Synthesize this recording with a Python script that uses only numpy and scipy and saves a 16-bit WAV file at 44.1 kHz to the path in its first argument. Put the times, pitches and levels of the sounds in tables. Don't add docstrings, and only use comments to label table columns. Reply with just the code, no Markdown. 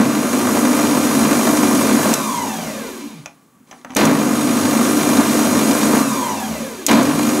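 import sys
import numpy as np
from scipy import signal
from scipy.fft import rfft, irfft, next_fast_len
from scipy.io import wavfile
from scipy.ndimage import uniform_filter1d

SR = 44100
rng = np.random.default_rng(int(sys.argv[2]) if len(sys.argv) > 2 else 0)


def transcribe(signal):
    frames = np.atleast_2d(signal).T
    limited = np.clip(frames, -1, 1)
    pcm = np.round(limited * 32767).astype(np.int16)
    wavfile.write(sys.argv[1], SR, pcm)


def voltage_ratio(decibels):
    exponent = np.asarray(decibels, float) / 20
    return 10 ** exponent


N = 326340
TEETH, MAINS_HZ = 19, 50
FULL_HZ = 1372
SPIN_UP_S, DRAG_PER_S = .068, .38
STALL = .09
SETTLE_S = 0.44


def rms_one(x):
    return x / np.sqrt(np.mean(x ** 2) + 1e-20)


def coloured(x, points):
    size = next_fast_len(len(x))
    log_hz = np.log(np.arange(size // 2 + 1) * SR / size + 1)
    point_hz, point_db = np.transpose(points)
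    gain = voltage_ratio(np.interp(log_hz, np.log(point_hz), point_db))
    return irfft(rfft(x, size) * gain, size)[:len(x)]


def drift(rate):
    r = np.exp(-40 * np.pi * rate / SR)
    noise = rng.standard_normal(N // 20 + 2002)
    slow = signal.lfilter([1], [1, -2 * r, r * r], noise)[2000:]
    return np.interp(np.arange(N) / 20, np.arange(len(slow)), rms_one(slow))


def ring(clicks, hz, t60):
    r, w = voltage_ratio(-60 / (t60 * SR)), 2 * np.pi * hz / SR
    return signal.lfilter([0, np.sin(w)], [1, -2 * r * np.cos(w), r * r], clicks + 1e-18)


def resonate(x, modes):
    for hz, width_hz, db in modes:
        w, g = 2 * np.pi * hz / SR, voltage_ratio(db / 2)
        a = np.sin(w) * width_hz / hz / 2
        top = [1 + a * g, -2 * np.cos(w), 1 - a * g]
        bottom = [1 + a / g, -2 * np.cos(w), 1 - a / g]
        x = signal.lfilter(top, bottom, x)
    return x


# (f/Hz, width/Hz,
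# level/dB)
HOUSING = [(160.7, 11.5, 11.5), (221, 21, 6.5), (281.8, 61, 9.5), (323, 45, -16), (342, 41, 10.5),
           (741, 96, -3), (1042, 390, 6.5), (1175, 97, 3.5), (1570, 120, 3.5), (2100, 280, 1.5),
           (2393, 120, 5), (2580, 110, -3), (3710, 35, 7), (4640, 37, 6.5), (6680, 160, 7.5),
           (8940, 270, 3), (4100, 190, 5), (5880, 880, 4),
           (11830, 250, 8), (12400, 150, 4), (12750, 300, -4), (13320, 300, 9), (13760, 480, 12),
         (14400, 500, -3), (15200, 700, 4)]


def housing(x):
    return resonate(x, HOUSING)


# (f/Hz, width/Hz, level/dB)
BOWL = [(800, 250, 2), (980, 110, 7), (1180, 160, -6), (1680, 110, 8), (2060, 100, 7), (2380, 220, -6),
        (2640, 120, 10), (3350, 200, 3), (4100, 350, -7), (5150, 500, -5)]


def bowl(x):
    return resonate(x, BOWL)


def partials(phase, orders, levels_db, wobble_db, slur, rate):
    total = 0
    for k, db in zip(orders, levels_db):
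        height = np.sqrt(2) * voltage_ratio(db + wobble_db * drift(rate))
        total = total + height * np.sin(k * phase + slur * drift(rate) + 2 * np.pi * rng.random())
    return total


# (from t/s, to t/s, friction/Hz per s)
POWER = [
    (-.15, 2.135, 865),
    (3.961, 6.02, 900),
    (6.882, 9, 900),
]


def power():
    t = np.arange(N) / SR
    flowing = sum((t > start) & (t < stop) for start, stop, _ in POWER)
    return uniform_filter1d(flowing * 1., size=300)


def since_start():
    t, starts = np.arange(N) / SR, np.array(POWER)[:, 0]
    return t - starts[np.searchsorted(starts, t) - 1]


def speed():
    t, hz = np.arange(N) / SR, np.zeros(N)
    left = 0
    next_starts = [row[0] for row in POWER[1:]] + [np.inf]
    for (start, stop, friction), next_start in zip(POWER, next_starts):
        def coast(s):
            pull = friction / DRAG_PER_S
            return np.maximum((FULL_HZ + pull) * np.exp(-DRAG_PER_S * (s - stop)) - pull, 0)
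        spin_up = FULL_HZ - (FULL_HZ - left) * np.exp(-np.abs(t - start) / SPIN_UP_S)
        hz = np.where(t < start, hz, np.where(t < stop, spin_up, coast(t)))
        left = coast(next_start)
    return hz


def level(on, running_db, missing_db, coasting_db, exponent):
    pace = np.maximum(speed() / FULL_HZ - STALL, 0) / (1 - STALL)
    running = voltage_ratio(running_db - missing_db * np.exp(-since_start() / SETTLE_S))
    return on * running + (1 - on) * voltage_ratio(coasting_db) * pace ** exponent


def surge(db, rise_s, hold_s, fall_db):
    t = since_start()
    return np.minimum(t / rise_s, 1) * voltage_ratio(db - fall_db * np.maximum(t - hold_s, 0))


UNBALANCE = [-59, -42, -50.5, -41.5]
# (level/dB, rise t/s, hold t/s, fall/dB per s)
SHAKE_SURGE = (10, 0.09, 0.11, 68)
ROTOR_ORDERS = [15, 16, 17, 18, 21, 19, 38, 57, 76]
ROTOR = [-47, -48, -38.5, -43, -47, -40, -47.5, -44.5, -45]
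TOOTH = [-45, -38, -38, -38.5, -49]
# (running level/dB, missing after a start/dB, coasting level/dB, power of speed)
TONE_RULES = [
    (-5, 4, 1, .3),
    (-3, 5, 3, 1.05),
    (-2, 9, -5, 1.5),
]


def tones(on):
    tooth_hz = speed()
    tooth = 2 * np.pi * np.cumsum(tooth_hz) / SR
    turn = tooth / TEETH
    low, upper, high = [level(on, *rule) for rule in TONE_RULES]
    shake = partials(turn, range(1, 5), UNBALANCE, wobble_db=5.0, slur=1.0, rate=8.0)
    shake = shake * (tooth_hz / FULL_HZ) ** 1.03
    blur = .3 + 1.1 * on
    rotor = partials(turn, ROTOR_ORDERS[:5], ROTOR[:5], wobble_db=2.0, slur=blur, rate=22.)
    above = partials(turn, ROTOR_ORDERS[5:], ROTOR[5:], wobble_db=2.0, slur=blur, rate=22.)
    whine = partials(tooth, range(5, 10), TOOTH, wobble_db=3.5, slur=1.45, rate=45.)
    whine = whine * (1 + .35 * np.cos(2 * turn))
    shaking = np.hypot(low, surge(*SHAKE_SURGE)) * shake
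    return shaking + low * rotor + upper * above + high * whine


# (mains harmonic, rotor order, level/dB)
HUM = [(1, 0, -62), (2, 0, -40), (3, 0, -38), (5, 0, -24.5), (6, 0, -23.5), (8, 0, -42), (9, 0, -38),
       (10, 0, -38), (1, 1, -47), (4, 1, -30), (6, 1, -33), (9, 1, -39), (10, 1, -39), (5, -1, -44),
       (-2, 6, -42), (5, 6, -39), (6, 6, -40)]


def hum(on):
    turn = 2 * np.pi * np.cumsum(speed()) / SR / TEETH
    mains = 2 * np.pi * MAINS_HZ * np.arange(N) / SR
    lines = 0
    for m, r, db in HUM:
        lines = lines + partials(m * mains + r * turn, [1], [db], wobble_db=3.0, slur=0.25, rate=10.0)
    swell = voltage_ratio(-2.5 * np.exp(-since_start() / SETTLE_S))
    return on * swell * lines


# (t/s, level change/dB)
LURCHES = [(.01, 10.5), (.27, 4), (.45, -6), (.85, 11), (1.65, 5), (2.07, 7.5), (3.07, 7), (4.095, 7),
           (4.22, 7), (4.51, -2), (4.99, 2), (5.2, 7), (5.69, 6), (5.94, 9), (6.01, -4), (6.63, 8),
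           (6.99, 1.5), (7.17, 3), (7.24, 0), (7.325, -1)]


def lurches():
    t = np.arange(N) / SR
    return sum(db * np.exp(-((t - s) / 0.015) ** 2) for s, db in LURCHES)


# (f/Hz, level/dB per Hz)
NOISE = [(18, -78), (30, -46), (88, -27), (174, -16.5), (215, 0.5), (287, -4.5), (404, -12.5), (666, -12.5),
         (801, -18), (1190, -22.5), (1810, -23.5), (4420, -31), (6720, -29), (10800, -31.5), (16000, -44)]
# (running level/dB, missing just after a start/dB, random patches/dB)
RUNNING = [
    (-17, 5, 1),
    (-18.5, 10.5, 1.0),
    (-28.5, 8, 0.86),
    (-23.5, 10, 0.38),
]
# (level/dB, rise t/s, hold t/s, fall/dB per s)
SURGE = [
    (-10, 0.043, 0.1, 120),
    (-13, 0.0043, 0.055, 64),
    (-19.5, .003, 0.011, 84),
    (-26.5, .003, 0.061, 77),
]
# (level/dB at full speed, power of speed)
COASTING = [
    (-19.5, 0.81),
    (-22, 1.05),
    (-32, 0.53),
    (-26, 0.94),
]


def drive_noise(on):
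    cycles = MAINS_HZ * np.arange(N) / SR
    jolt = np.exp(.35 * rng.standard_normal(int(cycles[-1]) + 3))
    edges_hz = (20, 400, 2200, 5000, 18000)
    throbs = [(.8, 1.0, 0.82), (.55, 0.85, 0.27), (.55, 0.8, .15), (0.46, 0.36, 0.077)]
    out = 0
    for k, (lag, depth, lurch) in enumerate(throbs):
        late = cycles - lag + 1
        throb = 1 + on * depth * jolt[late.astype(int)] * np.exp(-(late % 1) / 0.34)
        grit = rng.standard_normal(N) * voltage_ratio(2.27 * np.minimum(rng.exponential(1, N), 5))
        sos = signal.butter(3, edges_hz[k:k + 2], "band", fs=SR, output="sos")
        band = rms_one(housing(signal.sosfilt(sos, coloured(grit * throb, NOISE))))
        running_db, missing_db, patchy_db = RUNNING[k]
        gain = np.hypot(level(on, running_db, missing_db, *COASTING[k]), surge(*SURGE[k]))
        out = out + band * gain * voltage_ratio(lurch * lurches() - 1.5 + patchy_db * drift(9.0))
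    return out


# (f/Hz, level/dB per Hz)
ROOM_TONE = [(18, -39), (30, -13), (70, -18), (165, 0.5), (245, 1), (273, -1.5), (569, -15.5), (1160, -15),
             (1590, -18), (1910, -21), (4780, -29.5), (6900, -24), (16000, -28)]


def room_tone():
    return voltage_ratio(-53.5) * rms_one(coloured(rng.standard_normal(N), ROOM_TONE))


# (f/Hz, t60/s, level/dB)
FAR_FAN = (1150, .05, -64)


def far_fan():
    hz, t60, db = FAR_FAN
    return voltage_ratio(db) * rms_one(ring(rng.standard_normal(N), hz, t60))


# (t/s, level/dB)
RUB = [(3.24, -47), (3.33, -56), (3.45, -63), (3.62, -78), (3.69, -51.5), (3.78, -49), (3.86, -56),
       (3.96, -43), (3.97, -90)]
# (f/Hz, level/dB per Hz)
FINGER = [(59, -51), (100, -31), (244, 2), (335, -1.5), (1130, -12), (4670, -16.5), (11200, -17),
          (11900, -32), (16000, -31)]


def finger_rub():
    s, db = np.transpose(RUB)
    skin = rms_one(housing(coloured(rng.standard_normal(N), FINGER)))
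    return voltage_ratio(np.interp(np.arange(N) / SR, s, db)) * skin


def struck(at_s, level_db, t60s, spectrum):
    t = np.arange(N) / SR
    envelope = np.zeros(N)
    for start, db, t60 in zip(at_s, level_db, t60s):
        part = slice(int(start * SR), int((start + .25) * SR))
        envelope[part] += voltage_ratio(db - 60 * (t[part] - start) / np.clip(t60, .008, .2))
    return envelope * rms_one(coloured(rng.standard_normal(N), spectrum))


# (t/s, peak level/dB, t60/s)
SNAPS = [(2.1384, 1.5, 0.023), (3.9499, -12, 0.013), (3.9666, 0, 0.015), (4.053, -8, 0.05),
         (6.8648, 0.5, 0.03), (6.8857, -16, 0.03), (6.913, -9, 0.033), (6.9526, -22, 0.033),
         (7.0304, -14, 0.03)]
# (f/Hz, level/dB per Hz)
SWITCH = [(1180, -40), (2000, -22), (3870, -15.5), (4530, -20), (5250, -13), (6360, -5.5), (7250, -10),
          (9250, -12.5), (10300, -19), (12900, -15), (16000, -26)]


def switch_snaps():
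    s, db, t60 = np.transpose(SNAPS)
    return struck(s, db - 7.5, t60, SWITCH)


# (t/s, tick level/dB, knock level/dB, thud level/dB, t60/s)
TAPS = [(3.259, -17.5, -20.5, -65, 0.049), (3.5977, -56, -58, -50, 0.06), (3.6743, -47, -56, -65, 0.06),
        (3.712, -27, -29, -61, 0.092), (3.7271, -49, -25, -49, 0.04), (3.7445, -44, -46, -55, 0.052),
        (3.8138, -40, -45, -66, 0.045), (3.8475, -32, -19, -52, 0.038), (3.8476, -43, -30, -41, 0.045),
        (3.8964, -39, -28, -35, 0.066), (3.9048, -29, -27, -52, 0.066), (3.919, -34, -36, -38, 0.058),
        (3.9356, -34, -20, -41, 0.023)]
# (f/Hz, level/dB per Hz)
TICK = [(1470, -8), (2200, 1), (3300, -2), (4500, -21), (6100, 1), (8000, -20), (14000, -40)]
# (f/Hz, level/dB per Hz)
KNOCK = [(260, -44), (480, -10), (800, 9.5), (1000, 3.5), (1400, -2), (2000, -3.5), (2600, -18),
         (3400, -31)]


def button_taps():
    s, tick_db, knock_db, thud_db, t60 = np.transpose(TAPS)
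    ticks = struck(s, tick_db - 5, t60 * 0.43, TICK)
    knocks = struck(s, knock_db - 8.5, t60, KNOCK)
    pushes = np.zeros(N)
    pushes[((s + .006) * SR).astype(int)] = voltage_ratio(thud_db)
    return ticks + knocks + ring(pushes, 244, 0.17) + ring(pushes, 256, 0.14)


def kitchen(x):
    t = np.arange(int(.4 * SR)) / SR
    dull = signal.lfilter([1], [1, -.75], rng.standard_normal(len(t)))
    tail = dull * voltage_ratio(-60 * t / 0.2) * (t > .003)
    return signal.fftconvolve(x, tail / np.sqrt(np.sum(tail ** 2)))[:N]


# (f/Hz, side minus mid level/dB)
WIDTH = [(40, -11), (80, -20), (160, -26), (350, -21), (700, -18.5), (1400, -20), (2800, -19),
         (5200, -24.5), (8500, -16.5), (11500, -20), (12800, -32), (16000, -36)]
# (f/Hz, left minus right level/dB)
LEAN = [(60, -2.0), (110, -1.5), (200, 0.0), (380, 0.5), (700, 0.5), (1290, 0.0), (2380, -1.5), (4400, 0.0),
        (8120, 0.0), (15000, 0.0)]


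def two_ports(mid):
    shifted = np.imag(signal.hilbert(mid, next_fast_len(N)))[:N]
    side = coloured(1.35 * shifted + 0.13 * kitchen(mid), WIDTH)
    left = coloured(mid + side, [(hz, db / 2) for hz, db in LEAN])
    right = coloured(mid - side, [(hz, -db / 2) for hz, db in LEAN])
    return np.array([left, right])


def scene():
    on = power()
    close = bowl(housing(tones(on))) + finger_rub() + switch_snaps() + button_taps()
    mid = close + voltage_ratio(-10.5) * kitchen(close) + hum(on) + drive_noise(on)
    return two_ports(mid + room_tone() + far_fan())


def top_cut(x):
    return signal.sosfilt(signal.butter(12, 16510, fs=SR, output="sos"), x)


def record(dry):
    x = signal.sosfilt(signal.butter(3, 65, "high", fs=SR, output="sos"), dry)
    x = 1.15 * np.tanh(x / 1.15)
    x = signal.sosfilt(signal.ellip(10, .5, 55, 15700, fs=SR, output="sos"), x)
    return top_cut(x)


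dry = scene()
out = record(dry)
transcribe(out)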